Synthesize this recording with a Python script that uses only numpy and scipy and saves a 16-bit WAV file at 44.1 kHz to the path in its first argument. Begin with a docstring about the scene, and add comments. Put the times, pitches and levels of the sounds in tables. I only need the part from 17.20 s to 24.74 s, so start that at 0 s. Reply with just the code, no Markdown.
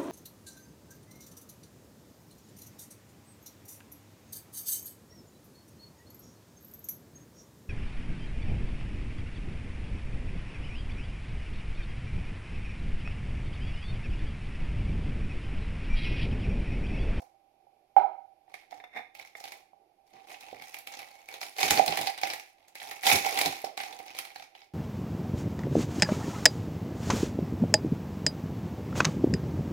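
"""In a small kitchen, paper sachets are crinkled and torn open twice, over quiet air and a faint hum.
The paper is made of many tiny cracks, larger snaps, dull pops and low puffs, all shaped bursts.
Early on, a blow rings something hollow, and taps and a shove ring a container on the counter.
Echoes and a dying tail of noise make the room. The right microphone port has a strong cavity
resonance that honks on every sound."""
import sys
import numpy as np
from scipy import signal
from scipy.fft import rfft, irfft
from scipy.io import wavfile
from scipy.ndimage import uniform_filter1d

SR = 44100
rng = np.random.default_rng(int(sys.argv[2]) if len(sys.argv) > 2 else 0)


def generate_wav(sig):
    """Save sig (samples, or channels by samples) to the path in sys.argv[1] as 16-bit PCM at SR."""
    pcm = np.round(np.clip(np.atleast_2d(sig).T, -1, 1) * 32767).astype(np.int16)
    wavfile.write(sys.argv[1], SR, pcm)


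N = 332411
T = np.arange(N) / SR  # the time of every sample, in seconds

# fingers squeezing and shifting the sachet: (firm at [s], held for [s], relative level [dB],
# body against that level [dB], fizz against that level [dB]); body and fizz get a shared offset later
SQUEEZES = [(0.002, 0.0083, -62.5, 8, 0), (1.295, .02, -65.5, 6, -10), (1.345, 0.071, -61.5, -5, -8),
            (1.52, 0.049, -59, 6.5, -9.5), (1.97, 0.083, -52, -4.5, -9), (2.164, 0.031, -57.5, -2, 0),
            (2.24, 0.038, -49, -3, -5.5), (2.32, 0.064, -60.5, 2, -3), (2.87, 0.06, -71, 0, -3),
            (2.933, 0.16, -60.5, 4.5, -11.5), (3.085, 0.048, -49.5, 1, -6), (3.211, 0.22, -51, -0.5, -10),
            (3.445, 0.062, -52, -4.5, -3), (3.549, 0.034, -50.5, -2.5, -8), (3.711, 0.12, -47, -2.5, -7.5),
            (3.842, 0.24, -56, 0, -6), (4.099, 0.059, -48, -1, -9), (4.214, 0.068, -47, -4, -2.5),
            (5.032, 0.11, -41.5, -1.5, -6.5), (5.2, 0.097, -62.5, -17, -4), (5.38, 0.16, -67.5, 1.5, -10),
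            (5.578, .035, -46.5, -14, -9), (5.62, .14, -46, -1.5, -4), (6.3, 0.11, -45, -6, -4),
            (6.443, 0.022, -49.5, 5.5, -12), (6.595, 0.057, -43.5, -3.5, -7.5), (6.67, 0.16, -51, 6, -7),
            (6.861, 0.15, -48, -2, -10.5), (6.958, 0.044, -45.5, -6, -7), (7.049, 0.091, -54, -4, -9),
            (7.163, 0.067, -53, -0.5, -7.5), (7.36, .07, -60.5, -10, -7.5)]
SQUEEZE_RISE_DB_PER_S, SQUEEZE_SAG_DB_PER_S, SQUEEZE_RELEASE_DB_PER_S = 1000, 28.5, 221
# pulls that rip the paper, two for the first tear and three for the second: (ripping at [s],
# held for [s], relative level [dB], body against that level [dB], fizz against that level [dB])
TEARS = [(4.4, 0.19, -29.5, -5, -5.5), (4.69, 0.2, -37, -2.5, -7.5), (5.867, 0.08, -22, -6, -4),
         (6.042, 0.125, -34, -2, -6), (6.183, 0.072, -32.5, -2.5, -7)]
TEAR_RISE_DB_PER_S, TEAR_SAG_DB_PER_S, TEAR_RELEASE_DB_PER_S = 520, 13.5, 254
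# large creases snapping: (time [s], relative level [dB], relative fizz [dB])
SNAPS = [(1.341, -34, -13.5), (1.509, -41.5, -11), (1.95, -36.5, -10), (1.996, -33, -16), (2.0737, -45, -7),
         (2.2023, -36, -8), (2.2399, -30, -12), (2.2897, -40, -20), (2.32, -30.5, -9.5), (3.1144, -38, -12),
         (3.1428, -32.5, -24), (3.2081, -38, -4.5), (3.3977, -37.5, -30), (3.4212, -30.5, -12),
         (3.5427, -27, -9), (3.5874, -43.5, 5.5), (3.672, -26.5, -9.5), (3.738, -30, -15),
         (3.7913, -30, -12), (4.0872, -30.5, -13.5), (4.14, -28, -10.5), (4.2138, -23.5, -9),
         (4.2303, -24, -24), (4.3656, -34, -26), (4.384, -22, -13), (4.4298, -9.5, -16.5),
         (4.5076, -7, -6.5), (4.5746, -12.5, -17.5), (4.6613, -22.5, -1.5), (4.679, -12, -13.5),
         (4.723, -18.5, -29), (4.7724, -15, -9.5), (4.8125, -20.5, -5.5), (4.8709, -14.5, -13),
         (4.9774, -27.5, -13), (4.9851, -27, -21.5), (5.0146, -27.5, -6.5), (5.0335, -14.5, -20),
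         (5.0724, -21, -12.5), (5.1013, -19, -16.5), (5.1353, -20.5, -10), (5.1971, -32, -8.5),
         (5.482, -46.5, -3), (5.5538, -28.5, -10.5), (5.6167, -29.5, -24), (5.7115, -23.5, -13),
         (5.8336, -20, -16), (5.8846, -18.5, -12), (5.9155, -8.5, -16), (6.0632, -21.5, -7),
         (6.1739, -14, -14), (6.1893, -14.5, -5.5), (6.213, -12, -7), (6.2589, -11.5, -9.5),
         (6.325, -25.5, -12), (6.4453, -26, -7.5), (6.575, -22, -12.5), (6.6023, -21.5, -20),
         (6.6343, -26.5, -15), (6.7262, -31, -15), (6.789, -33.5, -10), (6.8808, -36, -35),
         (6.9873, -19.5, -8.5), (7.0509, -32, -11), (7.1587, -28.5, -16.5), (7.223, -33.5, -18),
         (7.351, -37, -24), (7.418, -40.5, -31)]
# the sachet's wall buckling with a dull pop: (time [s], level [dB], pitch [Hz])
POPS = [(0.0, -52, 870), (0.026, -52.5, 800), (0.468, -60.5, 774), (2.209, -52.5, 570), (2.532, -55.5, 910),
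        (3.328, -40, 496), (4.5948, -17.5, 674), (4.7245, -34, 700), (5.033, -31, 1000), (6.0645, -31, 800),
        (6.4415, -32, 586), (6.798, -48, 497)]
# tugs that flap the whole sachet: (time [s], level [dB])
FLAPS = [(2.922, -59), (3.329, -58), (3.39, -60), (4.43, -37.5), (4.5, -31), (4.568, -36), (4.672, -35.5),
         (4.78, -38.5), (5.027, -51), (5.918, -29.5), (6.249, -35.5)]
# tone colour of the paper: (frequency [Hz], relative level [dB])
PAPER = [(25, -14), (55, -25.5), (110, -6), (170, -14), (300, -3), (420, -2.5), (700, -0.5), (1400, 2.5),
         (1900, 5.5), (2700, 0.5), (4200, 2), (8000, -11), (11500, -10), (15500, -11.5)]
# the hollow knock: (time [s], level [dB])
KNOCK = (0.7648, -20.5)
# ringing tones of the hollow body: (frequency [Hz], relative level [dB], time to fall by 60 dB [s])
HOLLOW = [(310, -14, 0.076), (389, -8.5, 0.082), (650, -12.5, 0.11), (860, -14.5, 0.24), (800, 2, 0.036),
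          (936, -2.5, 0.056), (1260, -3, 0.02), (1436, -13.5, 0.039), (2093, -11.5, 0.018),
          (2806, -32.5, .012)]
# taps on the container: (time [s], level [dB], dull thud against the tap [dB])
TAPS = [(1.279, -63, 0.5), (1.3405, -34.5, -49), (1.434, -51.5, -31), (1.5245, -42.5, -3),
        (1.6009, -41.5, -30), (1.6395, -36, -37), (2.1515, -35.5, -38)]
# one shove slides the container: (fastest moment [s], level [dB])
SLIDE = (1.772, -39)
SLIDE_RISE_DB_PER_S, SLIDE_FALL_DB_PER_S = 528, 375
# ringing tones of the container: (frequency [Hz], relative level [dB], time to fall by 60 dB [s])
CONTAINER = [(290, -12, 0.076), (739, -18, 0.14), (1090, -27, 0.056), (1300, -2, 0.015),
             (1876, 16.5, 0.012), (2110, 13, 0.022), (3550, 7.5, 0.017), (5170, -5, 0.016),
             (5860, -32, 0.01), (7300, -27, .018), (9200, -10, 0.014), (12200, -10, .014),
             (13700, -15, 0.011)]
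# how fast the kitchen's ring dies: (frequency [Hz], time to fall by 60 dB [s])
KITCHEN = [(100, 0.047), (400, 0.5), (900, 0.38), (2200, 0.44), (5000, 0.38), (15000, 0.31)]
# first reflections in the kitchen: (delay [s], relative gain [factor])
WALLS = [(.0068, 0.18), (.0135, 0.18), (.0285, 0.12), (.0345, .18), (.0745, 0.089)]
# tone colour of the still kitchen's air: (frequency [Hz], relative level [dB])
STILL = [(20, -5), (100, -5.5), (220, -9.5), (350, -2.5), (450, -11), (600, -3.5), (1000, -12),
         (2000, -15.5), (5000, -18), (8000, -27), (12000, -21), (16000, -35)]
# steady tones of the appliance hum: (frequency [Hz], level [dB])
HUM = [(339, -93), (786, -99)]
# boosts and notches of the right microphone port: (frequency [Hz], width [Hz], boost or cut [dB])
PORT = [(410, 393, 5), (781, 50, 26.5), (1540, 524, -11), (2296, 425, 13.5), (4770, 990, 1.5),
        (11500, 2500, 5)]
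EDGE_HZ = 15900  # treble above this is cut away


def paper(lag=0.00038, half_turns_per_s=1.121, count=3):
    """The sachet is near and to the left; as the hands move it, the echoes of the room shift."""
    left, right = crinkle() + snaps() + pops() + flaps()
    late_right = np.pad(right, (round(lag * SR), 0))[:N]  # the sound reaches the right side later
    near = np.array([left, late_right])
    out = near + walls(near, db=-15.5)
    # separate room tails take turns, so the ring keeps changing
    for k in range(count):
        share = np.cos(np.pi * (half_turns_per_s * T + k / count)) * np.sqrt(2 / count)
        out = out + tail(near * share, db=-7.5)
    return out


def crinkle(per_s=420, crowding=.35, spread_db=3.5, gain_db=3.5, body_db=3.5, fizz_db=9.5, count=24):
    """Tiny cracks of very uneven size: crowded under the lightest touch, sparser at moderate handling, and more
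    crowded again as the hands work harder."""
    level, body, fizz = handling()
    rate = per_s * amp(crowding * (level + 46.0))
    rate += 900 * np.clip(-(level + 54.5) / 10, 0, 1)  # the lightest touch only brushes, finely and evenly
    happens = rng.random(N) < rate / SR
    clicks = happens * amp(spread_db * np.minimum(rng.exponential(1, N), 4))
    # even out the crowding, so that the hands alone set the loudness
    local_power = abs(uniform_filter1d(clicks ** 2, size=2000))
    clicks *= amp(level + gain_db) / np.sqrt(local_power + 1e-6)
    # every click gets one of a few ready-made crack shapes
    which = rng.integers(0, count, N)
    cracks = np.zeros((2, N))
    for k in range(count):
        shape = crack(decay=0.0021, scatter=0.16, facet=2.5)
        chosen = (clicks * (which == k))[None]
        cracks += signal.oaconvolve(chosen, shape, axes=1)[:, :N]
    low, middle, high = sheet(colour(cracks, PAPER))
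    return amp(body + body_db) * low + middle + amp(fizz + fizz_db) * high


def handling(size=64):
    """Level, body and fizz of the paper in dB; stronger movements count more in the tone colour."""
    t = T[::size]
    squeezes = strokes(t, SQUEEZES, SQUEEZE_RISE_DB_PER_S, SQUEEZE_SAG_DB_PER_S, SQUEEZE_RELEASE_DB_PER_S)
    tears = strokes(t, TEARS, TEAR_RISE_DB_PER_S, TEAR_SAG_DB_PER_S, TEAR_RELEASE_DB_PER_S)
    power = np.vstack([squeezes, tears]) ** 2
    total = power.sum(0) + 1e-14
    body, fizz = np.vstack([SQUEEZES, TEARS]).T[-2:] @ power / total
    level = 10 * np.log10(total)
    return [np.interp(T, t, db) for db in (level, body, fizz)]


def strokes(t, rows, rise, sag, release):
    """Gain of each hand movement: it builds up, sags while held and dies away faster when let go."""
    firm, held, db = np.transpose(rows)[:3, :, None]
    before, since, after = np.maximum([firm - t, t - firm, t - firm - held], 0)
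    return amp(db - rise * before - sag * since - release * after)


def crack(decay, scatter, facet, scatter_decay=0.017, size=2048):
    """One crease letting go: a sharp burst, its scatter in the sheet, and the ring of one paper facet."""
    t = T[:size]
    burst = diffuse(np.exp(-t / decay) + scatter * np.exp(-t / scatter_decay))
    facet_hz = np.exp(rng.uniform(np.log(1900), np.log(13000)))
    burst = burst + facet * signal.lfilter(*signal.iirpeak(facet_hz, 5, SR), burst)
    return burst / np.linalg.norm(burst)


def sheet(x, body_hz=1150, fizz_hz=6000):
    """Splits paper sound into the body of the flexing sheet, the crackle of creases and the fizz of fibres."""
    body = band(x, body_hz, "low")
    crackle = band(x, [body_hz, fizz_hz], "band")
    fizz = band(x, fizz_hz, "high")
    return body, crackle, fizz


def snaps(gain_db=14.0, body_db=-14.5, fizz_db=6.5, lead=.0045, lead_db=-16.0):
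    """The large creases: each yields a little just before it snaps, and has its own share of fizz."""
    out = np.zeros((2, N))
    for s, db, fizz in SNAPS:
        for at, step_db in ((s - lead, db + lead_db), (s, db)):
            parts = sheet(colour(crack(decay=0.0017, scatter=0.41, facet=1.66), PAPER))
            for part, share_db in zip(parts, (body_db, 0, fizz + fizz_db)):
                gain = amp(step_db + gain_db + share_db)
                add(out, at, gain * part / np.linalg.norm(part))
    return out


def pops():
    """The sachet's wall buckles between the fingers, each time with one short, dull push of air."""
    out = np.zeros((2, N))
    for s, db, hz in POPS:
        add(out, s, amp(db) * pop(hz, cycles=0.45))
    return out


def pop(hz, cycles, size=6000):
    """A dull push that swells and dies within a few cycles."""
    turns = hz * T[:size]
    return peaked(turns * np.exp(-turns / cycles) * np.sin(2 * np.pi * turns))


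def flaps(rise=0.016, top_hz=330, boom_hz=109, boom=0.27, size=8000):
    """Each tug flaps the whole sachet: a soft low puff that wakes a room mode."""
    out, t = np.zeros((2, N)), T[:size] / rise
    for s, db in FLAPS:
        puff = diffuse(t * np.exp(-t))
        puff = band(band(puff, top_hz, "low", order=2), 68, "high", order=3)
        puff = puff + boom * signal.lfilter(*signal.iirpeak(boom_hz, 9, SR), puff)
        add(out, s, amp(db) * peaked(puff))
    return out


def knock(soft_hz=1500, tick_db=-21, tick_decay=0.0038, tick_hz=4200, thump_db=-38):
    """A soft blow rings the hollow body, with a faint tick of contact and a low thump."""
    out = np.zeros((2, N))
    softened = band(ring(HOLLOW), soft_hz, "low", order=2)
    body = peaked(band(softened, 810, "high", order=2))
    tick = band(diffuse(np.exp(-T[:len(body)] / tick_decay)), tick_hz, "low")
    thump = peaked(band(tick, 130, "low", order=2))
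    s, db = KNOCK
    add(out, s, amp(db) * (body + amp(tick_db) * tick + amp(thump_db) * thump))
    return out


def container(slips_per_s=3000, thud_hz=720):
    """Taps and a short run of slips along the counter ring the same container."""
    out, body = np.zeros((2, N)), peaked(ring(CONTAINER))
    for s, db, thud_db in TAPS:
        contact = diffuse(np.exp(-T[:len(body)] / 0.0055))
        tap = peaked(convolve(contact, body))
        thud = amp(thud_db) * pop(thud_hz, cycles=0.72)
        add(out, s, amp(db) * (tap + thud))
    slips = unit(diffuse(rng.random(N) < slips_per_s / SR))
    # the slide speeds up until its fastest moment, then slows down
    fastest, slide_db = SLIDE
    late = T - fastest
    push = amp(slide_db + np.minimum(SLIDE_RISE_DB_PER_S * late, -SLIDE_FALL_DB_PER_S * late))
    slide = convolve(slips * push, body / np.linalg.norm(body))
    return band(out + slide, 250, "high", order=2)


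def walls(x, db):
    """A few hard reflections from the counter, cupboards and walls: delayed, weaker copies."""
    echoes = [gain * np.pad(x, ((0, 0), (round(delay * SR), 0)))[:, :N] for delay, gain in WALLS]
    return amp(db) * sum(echoes)


def tail(x, db, build=0.0005, size=32768):
    """The diffuse ring of the kitchen: noise in which each band dies at its own speed."""
    hz, t, z = signal.stft(diffuse(1 - np.exp(-T[:size] / build)), SR, nperseg=256)
    dying = z * amp(-60 * t / read(KITCHEN, hz)[:, None])
    response = signal.istft(dying, SR, nperseg=256)[1][:, :size]
    return amp(db) * convolve(x, response / np.linalg.norm(response[0]))


def still(air_db=-78, waver=0.34, drone_db=-86, drone_hz=(330, 470), swell_db=19.0):
    """Quiet air and slightly wavering hum tones, with a low noisy drone that swells and fades."""
    drift, swell = (unit(band(row, 3, "low", order=2)) for row in rng.standard_normal((2, N)))
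    hum = sum(amp(db) * np.sqrt(2) * np.sin(2 * np.pi * hz * T + waver * drift) for hz, db in HUM)
    drone = unit(band(diffuse(amp(swell_db * np.tanh(swell))), drone_hz, "band"))
    air = unit(colour(diffuse(np.ones(N)), STILL))
    return amp(air_db) * air + hum + amp(drone_db) * drone


def amp(db):
    """Decibels to gain."""
    return 10 ** (np.asarray(db) / 20)


def unit(x):
    """Scales to an rms (average strength) of one."""
    return x / np.sqrt(np.mean(x ** 2) + 1e-20)


def peaked(x):
    """Scales to a peak of one."""
    return x / abs(x).max()


def read(points, hz):
    """Reads a table on a log-frequency axis."""
    f, value = np.transpose(points)
    return np.interp(np.log(hz + 1), np.log(f + 1), value)


def add(mix, s, sound):
    """Mixes a sound in at time s, in seconds."""
    part = mix[:, max(round(s * SR), 0):][:, :sound.shape[-1]]
    part += sound[..., :part.shape[1]]


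def convolve(x, response):
    """Passes x through a response, keeping its length."""
    return signal.fftconvolve(np.atleast_2d(x), np.atleast_2d(response), axes=1)[:, :x.shape[-1]]


def colour(x, spectrum, size=2048):
    """Gives x a tone colour with a filter that never sounds ahead of its input."""
    log_gain = np.log(amp(read(spectrum, abs(np.fft.fftfreq(size, 1 / SR)))))
    response = np.fft.ifft(np.exp(np.conj(signal.hilbert(log_gain)))).real
    return convolve(x, response)


def band(x, hz, kind, order=3):
    """Butterworth filter: keeps the low, high or middle band."""
    return signal.sosfilt(signal.butter(order, hz, kind, fs=SR, output="sos"), x)


def diffuse(envelope, apart_hz=2400):
    """Shaped noise at two microphones: alike in the bass, unrelated in the treble."""
    size = len(envelope)
    a, b = rfft(rng.standard_normal((2, size)) * envelope, 2 * size)
    same = np.sinc(np.fft.rfftfreq(2 * size, 1 / SR) / apart_hz)
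    return irfft(np.array([a, same * a + np.sqrt(1 - same ** 2) * b]))[:, :size]


def ring(modes, size=6000):
    """Response of a struck object: a sum of dying sines."""
    t = np.arange(size) / SR
    return sum(amp(db - 60 * t / t60) * np.sin(2 * np.pi * hz * t) for hz, db, t60 in modes)


def scene():
    """The knock and the container are farther off than the paper, so they carry more of the room."""
    counter, blow = container(), knock()
    counter = counter + walls(counter, db=-2.5) + tail(counter, db=-9.0)
    blow = blow + walls(blow, db=4.0) + tail(blow, db=4.5)
    return paper() + counter + blow + still()


def record(dry):
    """The right port boosts and notches its channel; then both channels lose their top treble."""
    left, right = dry
    for hz, width, db in PORT:
        resonance, poles = signal.iirpeak(hz, hz / width, SR)
        zeros = poles + (amp(abs(db)) - 1) * resonance
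        # swapping the two halves of the filter turns a boost into a notch
        right = signal.lfilter(zeros, poles, right) if db > 0 else signal.lfilter(poles, zeros, right)
    low_pass = signal.firwin(255, EDGE_HZ, window=("kaiser", 8), fs=SR)
    return signal.oaconvolve(np.array([left, right]), low_pass[None], "same")


dry = scene()
out = record(dry)
generate_wav(out)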